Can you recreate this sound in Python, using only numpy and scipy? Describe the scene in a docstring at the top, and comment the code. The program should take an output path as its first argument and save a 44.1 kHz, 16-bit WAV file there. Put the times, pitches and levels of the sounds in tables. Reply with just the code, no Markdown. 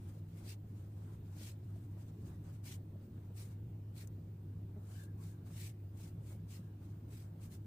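"""In a small room, close up, a fine pen sketches petal outlines on paper in short, separate strokes.
The tip rasps over the paper's fibres and gives one sharp tick. The hand slides across the sheet,
squeaks faintly, judders once as it sticks and slips, and bumps softly on the pad and the desk below.
Underneath, a fan hums near 100 Hz, with faint room hiss and a thin electrical whine far above."""
import sys
import numpy as np
from scipy import signal
from scipy.fft import rfft, irfft, next_fast_len
from scipy.io import wavfile
from scipy.ndimage import uniform_filter1d, map_coordinates

SR = 44100
rng = np.random.default_rng(int(sys.argv[2]) if len(sys.argv) > 2 else 0)


def persist_wave(psi):
    """Save psi, clipped to +-1, as 16-bit WAV."""
    counts = np.round(np.clip(psi, -1, 1) * 32767).astype(np.int16)
    wavfile.write(sys.argv[1], SR, np.atleast_2d(counts).T)


N = 337806

# The pen strokes. 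Each row: time of reaching full speed, rise, hold and fall in seconds,
# rasp level in dB, extra bite of the tip in dB.
STROKES = [(0.492, 0.034, 0.017, 0.034, -56.5, 3), (1.455, 0.077, 0.022, 0.042, -56, 1.5),
           (2.665, 0.023, 0.066, 0.034, -55, -1), (3.388, 0.032, 0.012, 0.073, -58, -1.5),
           (3.991, 0.036, 0.016, 0.044, -58.5, 0), (4.989, 0.135, 0.044, 0.033, -64.3, -0.5),
           (5.242, 0.053, 0.012, 0.09, -65, -2), (5.639, 0.095, 0.022, 0.042, -54.2, 0.5),
           (6.029, 0.068, 0.008, 0.065, -63, -1.5), (6.306, 0.069, 0.012, 0.043, -65, -1.5),
           (6.524, 0.035, 0.016, 0.056, -60, 1), (7.142, 0.05, 0.031, 0.089, -64.5, -1.5),
           (7.444, 0.043, 0.008, 0.03, -64, -0.5), (7.528, 0.023, 0.011, 0.031, -60.5, -3)]


def amp(db):
    """Decibels to gain."""
    return 10 ** (np.asarray(db) / 20)


def unit(x):
    """Scale to rms 1."""
    return x / np.sqrt(np.mean(x ** 2) + 1e-20)


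def clock():
    """The time of every sample, in seconds."""
    return np.arange(N) / SR


def wobble(rate):
    """A smooth random curve with rate knots a second."""
    knots = rng.standard_normal(int(N * rate / SR) + 4)
    return map_coordinates(knots, [np.arange(N) * rate / SR])


def swell(at, rise, fall, hold=0):
    """Speed of one gesture: 1 during the hold, on bell flanks 10 dB down at rise and fall seconds."""
    age = clock() - at
    away = np.maximum(np.maximum(-age / rise, (age - hold) / fall), 0)
    return amp(-10 * np.minimum(away ** 2, 20))


def filtered(x, response):
    """Filter x by a gain given as a function of frequency in Hz."""
    size = next_fast_len(N + 8192)
    return irfft(rfft(x, size) * response(np.fft.rfftfreq(size, 1 / SR)), size)[..., :N]


def coloured(x, points):
    """EQ x with a curve of (Hz, dB) points on a log frequency axis."""
    freqs, db = np.transpose(points)
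    return filtered(x, lambda hz: amp(np.interp(np.log(hz + 1), np.log(freqs), db)))


def patchy(x, depth_db):
    """Make the timbre shimmer with random gain patches, a few hundred Hz wide and some 50 ms long."""
    spectra = signal.stft(x, nperseg=512)[2]
    patches = uniform_filter1d(rng.standard_normal(spectra.shape[1:]), size=3, axis=0)
    patches = uniform_filter1d(patches, size=10, axis=1)
    return signal.istft(spectra * amp(depth_db * unit(patches)), nperseg=512)[1][:, :N]


def narrow_noise(pitch_hz, width_hz):
    """Noise of rms 1 in a narrow band that follows a pitch."""
    phase = 2 * np.pi * np.cumsum(pitch_hz * np.ones(N)) / SR
    return unit(wobble(width_hz) * np.cos(phase) + wobble(width_hz) * np.sin(phase))


def panned(x, left_db):
    """Pan a stereo pair so that the left gains left_db over the right."""
    return x * amp([[left_db / 2], [-left_db / 2]])


def leaning(x):
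    """The drawing lies to the left, so the right ear hears less of it, above all in the high treble."""
    # The stereo tilt. Each row: frequency in Hz, left over right in dB.
    tilt = [(700, 4), (1300, 1.5), (2400, 2.5), (4400, 1.5), (8000, 0.5), (10000, 4), (11500, 5),
            (13500, 2.5), (15000, 3)]
    freqs, db = np.transpose(tilt)
    return filtered(x, lambda hz: amp(np.interp(hz, freqs, db) * np.array([[.5], [-.5]])))


def air():
    """Faint room hiss, different at each ear, and a thin electrical whine."""
    # The colour of the hiss. Each row: frequency in Hz, gain in dB.
    hiss_eq = [(200, -42), (380, 9.5), (550, 9.5), (850, 5), (1200, -1), (2000, -6), (4000, -11),
               (6000, -16), (8500, -14.5), (11000, -18.5), (13000, -10.5), (15200, -10.5)]
    noise = patchy(rng.standard_normal((2, N)), depth_db=2.0)
    hiss = unit(coloured(noise, hiss_eq)) * amp(-71 + 0.3 * wobble(11))
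    whine = narrow_noise(pitch_hz=15010, width_hz=110) * amp(-89.5)
    return hiss + whine


def fan(base_hz=99.24, lurch_hz=1.9, hum_db=-49.6):
    """A wavering hum that lurches up in pitch, over faint tones and the rumble of moving air, in mono."""
    # Steady tones beside the hum. Each row: pitch in Hz, level in dB.
    faint_tones = [(163, -68.5), (200, -73.5)]
    # The rumble of air in the room. Each row: frequency in Hz, gain in dB.
    rumble_eq = [(20, -16.5), (35, -8.5), (60, -3.5), (82, 3.5), (100, 4), (116, 1), (138, -0.5), (163, 5),
                 (190, -4.5), (215, -6), (238, -5), (268, -9), (305, -6), (450, -18.5), (1000, -57)]
    pitch = base_hz + 1.2 * wobble(3) + 2.1 * wobble(30) + lurch_hz * np.exp(1.1 * wobble(40))
    level_db = hum_db + 0.6 * wobble(16) + 0.6 * wobble(5.4)  # quick waver, slower drift
    hum = np.sqrt(2) * np.sin(2 * np.pi * np.cumsum(pitch) / SR) * amp(level_db)
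    tones = sum(np.sqrt(2) * amp(db) * np.sin(2 * np.pi * hz * clock()) for hz, db in faint_tones)
    rumble = unit(coloured(rng.standard_normal(N), rumble_eq)) * amp(-53.0 + 1.07 * wobble(9))
    return hum + tones + rumble


def bumps(pat_t60=0.037, attack_s=0.0016, width_hz=210, thud_hz=185, thud_t60=0.1):
    """Hand and pen bump the pad, which deadens each knock to a dull pat; the desk adds a short thud."""
    # Each row: start in seconds, pat level in dB, pat pitch in Hz, thud level in dB.
    knocks = [(0.172, -56.5, 470, -60), (0.64, -53, 486, -47), (1.225, -58, 480, -58),
              (1.365, -53, 400, -44.5), (1.41, -56.5, 500, -46), (1.628, -54, 498, -49),
              (1.758, -52, 510, -59), (1.967, -54, 450, -46), (2.856, -54.5, 509, -60),
              (2.955, -54.5, 540, -52), (3.078, -56, 400, -45), (3.159, -56, 500, -49),
              (3.18, -58, 400, -44.5), (3.304, -52, 420, -47), (4.178, -58, 484, -51),
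              (4.62, -59, 450, -54), (6.217, -59, 439, -51), (6.35, -51, 495, -47.5),
              (6.593, -52, 500, -39.5)]
    out = np.zeros((2, N + SR))
    t = np.arange(SR // 8) / SR
    onset = 1 - np.exp(-t / attack_s)
    hz = np.fft.rfftfreq(len(t), 1 / SR)
    for start, pat_db, pat_hz, thud_db in knocks:
        push = rng.standard_normal(len(t)) + amp(-27) * rng.standard_normal((2, len(t)))  # nearly mono
        pat_band = 1 / (1 + ((hz - pat_hz) / width_hz) ** 4)
        pat = amp(-60 * t / pat_t60) * irfft(rfft(push) * pat_band, len(t))
        desk_hz = thud_hz * np.exp(0.13 * rng.standard_normal())
        thud = amp(-60 * t / thud_t60) * np.sin(2 * np.pi * desk_hz * t)
        bump = amp(pat_db) * pat / np.abs(pat).max() + amp(thud_db) * thud
        out[:, round(start * SR):][:, :len(t)] += onset * bump
    return out[:, :N]


def judder(start_s=4.761, length_s=0.025, slips_per_s=205, peak_db=-42.5):
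    """The shifting hand sticks and slips in a quick run, heard through the pad as a low burr."""
    # The pad's response to a slip. Each row: frequency in Hz, gain in dB.
    pad_eq = [(90, -24), (200, 3.5), (450, -7), (700, -17), (1000, -32), (2000, -65)]
    ages = np.arange(.5, length_s * slips_per_s) / slips_per_s
    arch = np.sqrt(np.abs(np.sin(np.pi * ages / length_s)))
    slips = np.zeros(N)
    slips[((start_s + ages) * SR).astype(int)] = arch * amp(rng.standard_normal(len(ages)))
    burr = coloured(slips, pad_eq)
    return amp(peak_db) * burr / np.abs(burr).max()


def squeaks(sag=0.11):
    """Skin squeaks faintly and hoarsely on the sheet; the pitch sags when the movement is slow."""
    # Each row: time of the peak, rise and fall in seconds, top pitch in Hz, level in dB.
    slides = [(5.003, 0.05, 0.046, 1678, -66.3), (5.09, 0.03, 0.04, 1666, -75.5),
              (5.2, 0.0305, 0.04, 1020, -74.5), (5.33, 0.07, 0.05, 1620, -80),
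              (6.65, 0.09, 0.13, 1675, -83)]
    out = np.zeros((2, N))
    for at, rise, fall, top_hz, db in slides:
        speed = swell(at, rise, fall)
        pitch = top_hz * (1 - sag * (1 - speed))
        out += amp(db) * speed * np.array([narrow_noise(pitch, width_hz=240) for ear in range(2)])
    return panned(out, left_db=8.0)


def friction(snags_per_s, spread_db, snag_db, tooth_rate, tooth_db):
    """Countless fibres rub, some snag and snap; the paper's tooth makes the contact flutter."""
    # The colour of rasping paper. Each row: frequency in Hz, gain in dB.
    rasp_eq = [(400, -35), (1100, -12), (1650, -3.5), (2200, 2.5), (2650, 1), (3200, -1), (3850, 1),
               (5000, -0.9), (8500, 1.4), (11500, -4.5), (14000, -2.5), (15200, -2)]
    snags = (rng.random(N) < snags_per_s / SR) * amp(spread_db * rng.standard_normal(N))
    snaps = unit(snags * rng.standard_normal((2, N)))
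    contact = rng.standard_normal((2, N)) + amp(snag_db) * snaps
    sheet = patchy(contact, depth_db=2.5)  # the sheet's resonances shift as the contact travels
    flutter = amp(tooth_db * wobble(tooth_rate))
    return unit(coloured(sheet * flutter, rasp_eq))


def hand(drag_db=-73, drag_stretch=1.94):
    """The hand brushes the sheet between strokes; its skin adds a duller rub, also as the pen draws."""
    # The hand's glides. Each row: fastest moment, rise and fall in seconds,
    # brush level in dB, skin rub level in dB.
    glides = [(0.1, 0.13, 0.11, -72, -71), (0.447, 0.12, 0.03, -65.5, -71), (0.828, 0.15, 0.056, -75, -75),
              (1.114, 0.2, 0.063, -73, -71.5), (1.36, 0.11, 0.19, -70.5, -72),
              (1.813, 0.22, 0.066, -75.5, -75), (2.029, 0.123, 0.12, -73.5, -75),
              (2.313, 0.13, 0.059, -70.5, -72), (2.51, 0.1, 0.069, -73.5, -71.5),
              (3.042, 0.042, 0.03, -77, -74), (3.186, 0.061, 0.2, -81.5, -75.5),
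              (3.51, 0.034, 0.04, -72, -83), (5.481, 0.031, 0.087, -71.5, -72),
              (6.649, 0.027, 0.04, -77, -80), (6.84, 0.045, 0.14, -76, -75)]
    # The colour of skin on paper. Each row: frequency in Hz, gain in dB.
    skin_eq = [(250, -33), (550, 6.5), (1000, 1.5), (1600, -1.5), (2200, -14), (5000, -25.5)]
    brush = friction(snags_per_s=1200, spread_db=2.5, snag_db=-10.5, tooth_rate=42, tooth_db=2.5)
    rub = unit(coloured(rng.standard_normal((2, N)) * amp(2.5 * wobble(45)), skin_eq))
    brushing = [amp(brush_db) * swell(at, rise, fall) for at, rise, fall, brush_db, _ in glides]
    rubbing = [amp(rub_db) * swell(at, rise, fall) for at, rise, fall, _, rub_db in glides]
    dragging = [amp(drag_db) * swell(at, drag_stretch * rise, drag_stretch * fall, hold)
                for at, rise, hold, fall, *_ in STROKES]
    brush *= np.linalg.norm(brushing, axis=0)  # overlapping gestures add in power
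    rub *= np.linalg.norm(rubbing + dragging, axis=0)
    return leaning(brush) + panned(rub, left_db=1.0)


def tick(t60=0.011):
    """The hard tip touches down: two bright cracks, so close that they make one tick."""
    # Each row: start in seconds, level in dB ahead of the EQ and pan.
    cracks = [(4.0742, -45.5), (4.0814, -61)]
    # The colour of the tick. Each row: frequency in Hz, gain in dB.
    tick_eq = [(1000, -19), (4000, -20), (6200, -4), (9000, -9), (14500, -8)]
    out = np.zeros((2, N))
    for start, db in cracks:
        age = clock() - start
        envelope = (age >= 0) * amp(db - 60 * np.abs(age) / t60)
        out += envelope * rng.standard_normal((2, N))
    return panned(coloured(out, tick_eq), left_db=18.0)


def pen(bite_hz=3230, bite_octaves=0.97, bite_growth=0.17):
    """Each stroke swells with the tip's speed, from a thin hiss to a fuller bite as the tip digs in."""
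    rasp = friction(snags_per_s=2500, spread_db=3.0, snag_db=-8.5, tooth_rate=150, tooth_db=1.17)
    bite = filtered(rasp, lambda hz: np.exp(-(np.log2((hz + 1) / bite_hz) / bite_octaves) ** 2))
    thin_hiss = rasp - bite
    out = np.zeros((2, N))
    for at, rise, hold, fall, db, bite_db in STROKES:
        speed = swell(at, rise, fall, hold)
        out += amp(db) * speed * (thin_hiss + bite * amp(bite_db) * speed ** bite_growth)
    return leaning(out)


def scene():
    """Pen and hand up front, over a bed of fan and room hiss."""
    return pen() + hand() + squeaks() + tick() + bumps() + judder() + fan() + air()


def record(dry):
    """A brick-wall low-pass on the whole mix."""
    cutoff_hz = 15520
    return filtered(dry, lambda hz: 1 / (1 + np.minimum(hz / cutoff_hz, 2) ** 300))


dry = scene()
out = record(dry)
persist_wave(out)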